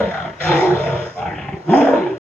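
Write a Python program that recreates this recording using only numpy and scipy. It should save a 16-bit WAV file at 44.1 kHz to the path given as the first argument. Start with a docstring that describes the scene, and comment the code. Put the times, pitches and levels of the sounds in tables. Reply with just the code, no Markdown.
"""One big cat on open ground growls as it breathes in and roars as it breathes out, twice over.
Its vocal folds beat unevenly and its breath rushes, both throbbing as loose tissue flaps.
This makes the chest, throat, mouth and nose ring; now and then the throat catches and bursts open.
Behind it are faint outdoor air and short echoes, all heard through a nearby phone."""
import sys
import numpy as np
from scipy import signal
from scipy.fft import rfft, irfft
from scipy.io import wavfile
from scipy.ndimage import uniform_filter1d, map_coordinates

SR = 44100
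rng = np.random.default_rng(int(sys.argv[2]) if len(sys.argv) > 2 else 0)


def to_wav(sig):
    """Store sig (one row per channel, or 1-D mono) as 16-bit WAV at the path in sys.argv[1].

    Samples outside -1..1 are clipped; the rate is SR.
    """
    pcm = np.clip(np.atleast_2d(sig), -1, 1) * 32767
    pcm = np.round(pcm).astype(np.int16)
    wavfile.write(sys.argv[1], SR, pcm.T)  # frames by channels


N = 99357


def amp(db):
    """Turns decibels into a number to multiply by."""
    return 10 ** (np.asarray(db) / 20)


def unit_level(x):
    """Scales a sound to an average power of 1."""
    return x / np.sqrt(np.mean(x ** 2) + 1e-20)


def steady(x):
    """Evens out loudness changes slower than about 35 ms, keeping the fine grain."""
    power = abs(uniform_filter1d(x ** 2, int(0.035 * SR)))
    return x / np.sqrt(power + 0.006 * np.mean(x ** 2) + 1e-20)


def look_up(points, hz):
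    """Reads between the rows of a frequency table."""
    f, value = np.transpose(points)
    return np.interp(np.log(hz + 1), np.log(f + 1), value)


def colour(x, points):
    """Turns lows and highs up or down by a table of f/Hz, level/dB."""
    return irfft(rfft(x) * amp(look_up(points, np.fft.rfftfreq(len(x), 1 / SR))), len(x))


def wander(count, per_s):
    """A smooth random wiggle, about 1 in size, that changes about per_s times a second."""
    steps = rng.standard_normal(int(count / SR * 400) + 3)
    return map_coordinates(steps, [np.arange(count) / SR * per_s], order=3, prefilter=False) * 1.45


def resonate(x, hz, width):
    """A hollow space rings near hz, which may move: shift the sound down, smooth twice, shift back."""
    spin = np.exp(2j * np.pi * np.cumsum(hz * np.ones(len(x))) / SR)
    r = np.exp(-np.pi * width / SR)
    return 2 * (spin * signal.lfilter([(1 - r) ** 2], [1, -2 * r, r * r], x / spin + 1e-18)).real


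def drifting_ring(x, hz, width):
    """A hollow space whose note drifts by a few percent."""
    return unit_level(resonate(x, hz * (1 + 0.046 * wander(len(x), 9.25)), width))


# Tone of the outdoor air: f/Hz, level/dB
AIR_TONE = [(40, 5.5), (150, 4), (500, 2), (1000, -2.5), (7000, -24), (12000, -25)]
def outdoor_air(level_db=-43):
    """A faint, even rush of mostly low noise."""
    return amp(level_db) * unit_level(colour(rng.standard_normal(N), AIR_TONE))


def echoes(x, fade_s=0.26, level_db=-7):
    """Sound scatters back off the ground and walls and soon dies away."""
    t = np.arange(SR // 2) / SR
    tail = rng.standard_normal(len(t)) * amp(-60 * t / fade_s) * (t > .004)
    return amp(level_db) * signal.fftconvolve(x, tail / np.linalg.norm(tail))[:N]


# How much louder the left side is than the right: f/Hz, level/dB
LEFT_LEAN = [(480, -.5), (800, .5), (1350, 3.5), (3800, 4.5), (6000, -1.5)]
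# How far the left wave runs ahead of the right: f/Hz, phase/rad
LEFT_LEAD = [(3000, 0), (4300, 5), (9000, -2.5)]
# Smeared sound, added on the left and taken away on the right: f/Hz, level/dB
SPREAD = [(60, -36), (125, -33), (250, -18), (500, -12), (800, -10), (1300, -1), (2500, -8), (6000, -5)]
def two_microphones(x):
    """The sound reaches the phone's left and right openings with its own level and timing."""
    hz = np.fft.rfftfreq(N, 1 / SR)
    smear = rfft(rng.standard_normal(4000) * amp(-40 * np.arange(4000) / 4000), N)
    lean, lead = amp(look_up(LEFT_LEAN, hz) / 2), np.exp(.5j * look_up(LEFT_LEAD, hz))
    middle = rfft(x)
    side = middle * amp(look_up(SPREAD, hz)) * smear / abs(smear)
    return irfft(np.array([(middle + side) * lean * lead, (middle - side) / lean / lead]), N)


# Loudness of the breath's hiss: t/s, level/dB
HISS_LEVELS = [(0.1, -58), (0.38, -65), (0.42, -40), (0.6, -40), (0.75, -47.5), (1.09, -51.5), (1.2, -60),
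               (1.62, -74), (1.71, -45.5), (1.9, -50.5), (2.18, -69.5)]
# Tone of that hiss: f/Hz, level/dB
HISS_TONE = [(4000, -41), (5000, 7.5), (6600, -4.5), (9000, -16)]
def breath_hiss(t, breath):
    """Rushing breath makes a high, flickering hiss."""
    level_db = np.interp(t, *np.transpose(HISS_LEVELS)) + 2.5 * wander(len(t), 20)
    return amp(level_db) * steady(colour(breath, HISS_TONE))


# Moments when the throat bursts open and rings: t/s, level/dB, f/Hz
THROAT_SNAPS = [(0.25, -13.5, 709), (0.862, -19.5, 635), (1.255, -12, 784), (1.383, -22.5, 780),
                (1.485, -16, 773), (1.523, -20.5, 383), (1.566, -26, 356), (1.734, 1, 754),
                (1.871, -4, 630), (1.934, -3.5, 613), (2.062, -13.5, 857)]
def throat_snaps(t, width_hz=47, rise_s=.002, settle_s=.014):
    """The throat catches, then pops open. Gives the pops and the dip and swell of the airflow."""
    marks, pops = np.zeros((2, len(t)))
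    for at, level_db, hz in THROAT_SNAPS:
        if t[0] <= at < t[-1]:
            marks[int((at - t[0]) * SR)] = 1
            age = np.maximum(t - at, 0)
            shape = np.tanh(age / rise_s) ** 2 * np.exp(-np.pi * width_hz * age)
            pops += amp(level_db) * shape * np.sin(2 * np.pi * hz * age)
    fading = lambda x: signal.lfilter([1], [1, -np.exp(-1 / (settle_s * SR))], x)
    choke = np.minimum(fading(marks[::-1])[::-1] - marks, 1)  # builds up just before each pop
    flow = 1 + .7 * fading(marks) - .55 * choke
    return pops, uniform_filter1d(flow, size=int(rise_s * SR))


# High rings of the rasp: f/Hz, width/Hz, then level/dB in each of the four calls
RASP_RINGS = [(1337, 370, -3, -3.5, -6, 4), (1855, 420, -8, -9, -2.5, -1.5), (2302, 796, -12, -8, -3, -1),
              (3528, 770, -9.5, -9, -15.5, -7)]
def rasp(drive, which):
    """Breathy pulses stir several high rings, each flickering on its own."""
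    sound = 0
    for k, (hz, width, *levels_db) in enumerate(RASP_RINGS):
        flicker_db = 2.5 * wander(len(drive), 23.94)
        sound += (-1) ** k * amp(levels_db[which] + flicker_db) * drifting_ring(drive, hz, width)
    return steady(sound)


# Broad sound that spills between the rings: f/Hz, level/dB
SPILL_TONE = [(40, -25.5), (90, 2.5), (250, 10), (700, 17), (1000, -25), (1200, -76), (2500, -15)]
# Hollows beside the mouth: f/Hz, width/Hz, then level/dB against the mouth in each of the four calls
SIDE_HOLLOWS = [(487.5, 71, -15, -2.5, -9.5, -5.5), (648.3, 46, -8, -8, -9, -17)]
def mouth(drive, hz, width, which):
    """The mouth rings at a moving note, with weaker rings from the hollows beside it."""
    sound = unit_level(resonate(drive, hz, width)) + amp(-18) * unit_level(colour(drive, SPILL_TONE))
    for side_hz, side_width, *levels_db in SIDE_HOLLOWS:
        sound += amp(levels_db[which]) * drifting_ring(drive, side_hz, side_width)
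    return steady(sound)


def chest_voice(drive, throb, pitch, width, waver, breathy, rumble_db):
    """The voice's lowest note, part pure and part breathy, over the rumble of the chest."""
    cycles = np.cumsum(pitch * (1 + waver * wander(len(drive), 41.2))) / SR
    pure = unit_level(np.sin(2 * np.pi * cycles) * throb ** .5)
    rough = unit_level(resonate(drive, pitch, width))
    rumble = amp(rumble_db) * drifting_ring(drive, hz=96, width=64)
    return steady((1 - breathy) * pure + breathy * rough) + rumble


def flapping_tissue(n, flap_hz, depth_db):
    """Loose tissue flaps unevenly: with each flap the loudness jumps up, then sinks."""
    flaps = np.cumsum(flap_hz * (1 + .45 * wander(n, 25))) / SR + rng.random()
    swing_db = depth_db * (1 - 2 * (flaps % 1)) * (1 + .5 * wander(n, 39))
    return amp(uniform_filter1d(swing_db, size=130))


def vocal_folds(pitch, jitter=.35, shimmer_db=2.5):
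    """Each beat of the folds, uneven in timing and strength, gives a sharp pulse and a puff of air."""
    n = len(pitch)
    beats = np.cumsum(pitch * np.clip(1 + jitter * wander(n, 200), .2, 3)) / SR
    pulses = np.diff(np.floor(beats), prepend=0) * amp(shimmer_db * rng.standard_normal(n))
    puffs = (.5 + np.exp(-(beats % 1) / 0.86)) * rng.standard_normal(n)
    return unit_level(pulses - pulses.mean()), unit_level(puffs)


# Character of each call: throat width/Hz, voice width/Hz, mouth width/Hz, flap rate/Hz, throb/dB,
# air share/0-1, pitch waver/0-1, breathy share/0-1, chest rumble against the voice/dB
CALL_STYLES = [(110, 110, 130, 34, 6.5, 0.58, .06, 0.6, -1.5), (22.2, 41, 124, 26, 3, 0.47, 0.05, 0.44, -5),
               (110, 87, 130, 30, 5, 0.34, 0, 0.8, -2), (56.3, 56, 205, 30, 2, 0.52, 0, 0.35, -31)]
def cat_call(t, rows, which, rasp_air=.76):
    """One growl or roar (which = 0 to 3): throbbing pulses and air ring chest, throat, mouth and nose."""
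    throat_width, voice_width, mouth_width, flap_hz, throb_db = CALL_STYLES[which][:5]
    air, waver, breathy, rumble_db = CALL_STYLES[which][5:]
    times, *columns = np.transpose(rows)
    curves = (np.interp(t, times, column) for column in columns)
    pitch, voice_db, throat_hz, throat_db, mouth_hz, mouth_db, nose_hz, nose_db, rasp_db = curves
    throb = flapping_tissue(len(t), flap_hz, throb_db)
    pulses, puffs = vocal_folds(pitch)
    drive = throb * ((1 - air) * pulses + air * puffs)
    airy_drive = throb * ((1 - rasp_air) * pulses + rasp_air * puffs)
    pops, flow = throat_snaps(t)
    return (amp(voice_db) * chest_voice(drive, throb, pitch, voice_width, waver, breathy, rumble_db)
            + np.sqrt(flow) * amp(throat_db) * steady(resonate(drive, throat_hz, throat_width))
            + flow * amp(mouth_db) * mouth(drive, mouth_hz, mouth_width, which)
            + amp(nose_db) * steady(resonate(drive, nose_hz, width=82))
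            + flow * amp(rasp_db) * rasp(airy_drive, which)
            + pops + breath_hiss(t, puffs * throb ** .5))


# How each call moves: t/s, then f/Hz, level/dB for voice, throat, mouth and nose, then rasp level/dB
FIRST_GROWL = [(0.0, 189.3, -22.5, 374, -35, 532, -14.5, 950, -28, -27.5),
               (0.084, 196.5, -26.5, 311, -38.5, 534, -28.5, 898, -34, -37.5),
               (0.152, 136.3, -39, 291, -52.5, 796, -27, 900, -42.5, -29),
               (0.281, 144.4, -33.5, 356, -35.5, 655, -31, 906, -38, -38.5),
               (0.382, 135.5, -54.5, 318, -61.5, 559, -54, 940, -55, -51)]
LONG_ROAR = [(0.38, 138.7, -68.5, 353, -70, 642, -59, 880, -63, -59),
             (0.405, 143.1, -37, 370, -52.5, 648, -29, 856, -45, -29),
             (0.508, 146.1, -20, 352.4, -18.5, 814, -19, 855, -18, -21.5),
             (0.58, 147.3, -22, 343, -20.5, 837, -17, 868, -34, -24.5),
             (0.636, 129.3, -37.5, 360.5, -16.5, 777, -20, 839, -21, -29),
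             (0.731, 141.4, -21.5, 362.6, -15, 766, -22, 839, -24, -30.5),
             (0.796, 134.1, -27.5, 344, -44.5, 604, -23.5, 926, -33.5, -33),
             (0.95, 131.9, -23, 369, -31, 621, -23.5, 918, -32, -33.5),
             (1.084, 122.4, -40, 366.6, -40.5, 590, -33.5, 897, -43.5, -39),
             (1.13, 123.4, -42, 361, -65.5, 712, -57.5, 930, -51.5, -50.5)]
SECOND_GROWL = [(1.13, 130, -54.5, 393, -67.5, 545, -65.5, 1064, -69, -61),
                (1.169, 130.3, -51.5, 403, -74.5, 684, -30, 1095, -42.5, -46.5),
                (1.202, 134.7, -32, 290, -44, 766, -23.5, 1083, -42, -35.5),
                (1.35, 138.1, -34, 288, -33, 805, -33.5, 1090, -53.5, -36.5),
                (1.459, 138.6, -32.5, 314, -42.5, 776, -39.5, 1080, -44.5, -38.5),
                (1.544, 136.5, -30, 345, -39, 804, -39.5, 1010, -48, -42.5),
                (1.629, 134.9, -71, 365, -47, 750, -49, 1118, -77.5, -68)]
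LOUD_ROAR = [(1.63, 141.1, -61.5, 337, -58, 681, -71.5, 877, -77, -80),
             (1.695, 159.7, -16.5, 338, -17, 722, -22, 907, -34, -33),
             (1.734, 245.4, -14.5, 365.6, -12.5, 733, -16, 897, -18.5, -28),
             (1.78, 290.4, -11.5, 374, -27, 716, -13.5, 848, -22.5, -30.5),
             (1.85, 279.6, -14, 348, -37, 666, -14, 839, -30, -26.5),
             (1.95, 267.7, -21, 312, -21.5, 510, -17.5, 933, -22, -31.5),
             (2.03, 159.5, -35, 354, -20, 568, -29, 881, -30.5, -35),
             (2.129, 117.6, -37.5, 366.4, -25, 600, -35, 918, -41.5, -43.5),
             (2.18, 119.3, -37.5, 330, -47, 590, -41, 935, -54, -50.5)]
def big_cat():
    """The cat growls breathing in and roars breathing out, twice over without a pause."""
    sound = np.zeros(N)
    for which, rows in enumerate([FIRST_GROWL, LONG_ROAR, SECOND_GROWL, LOUD_ROAR]):
        t = np.arange(rows[0][0], rows[-1][0], 1 / SR)
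        sound[round(t[0] * SR):][:len(t)] += cat_call(t, rows, which)
    return sound


def scene():
    """The cat, its echoes and the outdoor air, spread to left and right."""
    cat = big_cat()
    return two_microphones(cat + echoes(cat) + outdoor_air())


# The phone weakens deep bass and high treble: f/Hz, level/dB
PHONE_TONE = [(20, -30), (50, -14), (80, -4), (120, -0.5), (6800, 0), (7600, -11.5), (13000, -16.5)]
def record(dry, ceiling=1.05, top_hz=13000, stop_s=2.1815):
    """The phone rounds off loud peaks and trims lows and highs; the sound stops just before the end."""
    rounded = ceiling * np.tanh(dry / ceiling)
    coloured = np.array([colour(side, PHONE_TONE) for side in rounded])
    treble_cut = signal.firwin(511, top_hz, window=("kaiser", 9), fs=SR)
    out = signal.oaconvolve(coloured, treble_cut[None], "same")
    return out * np.clip((stop_s - np.arange(N) / SR) * 1000, 0, 1)


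dry = scene()
out = record(dry)
to_wav(out)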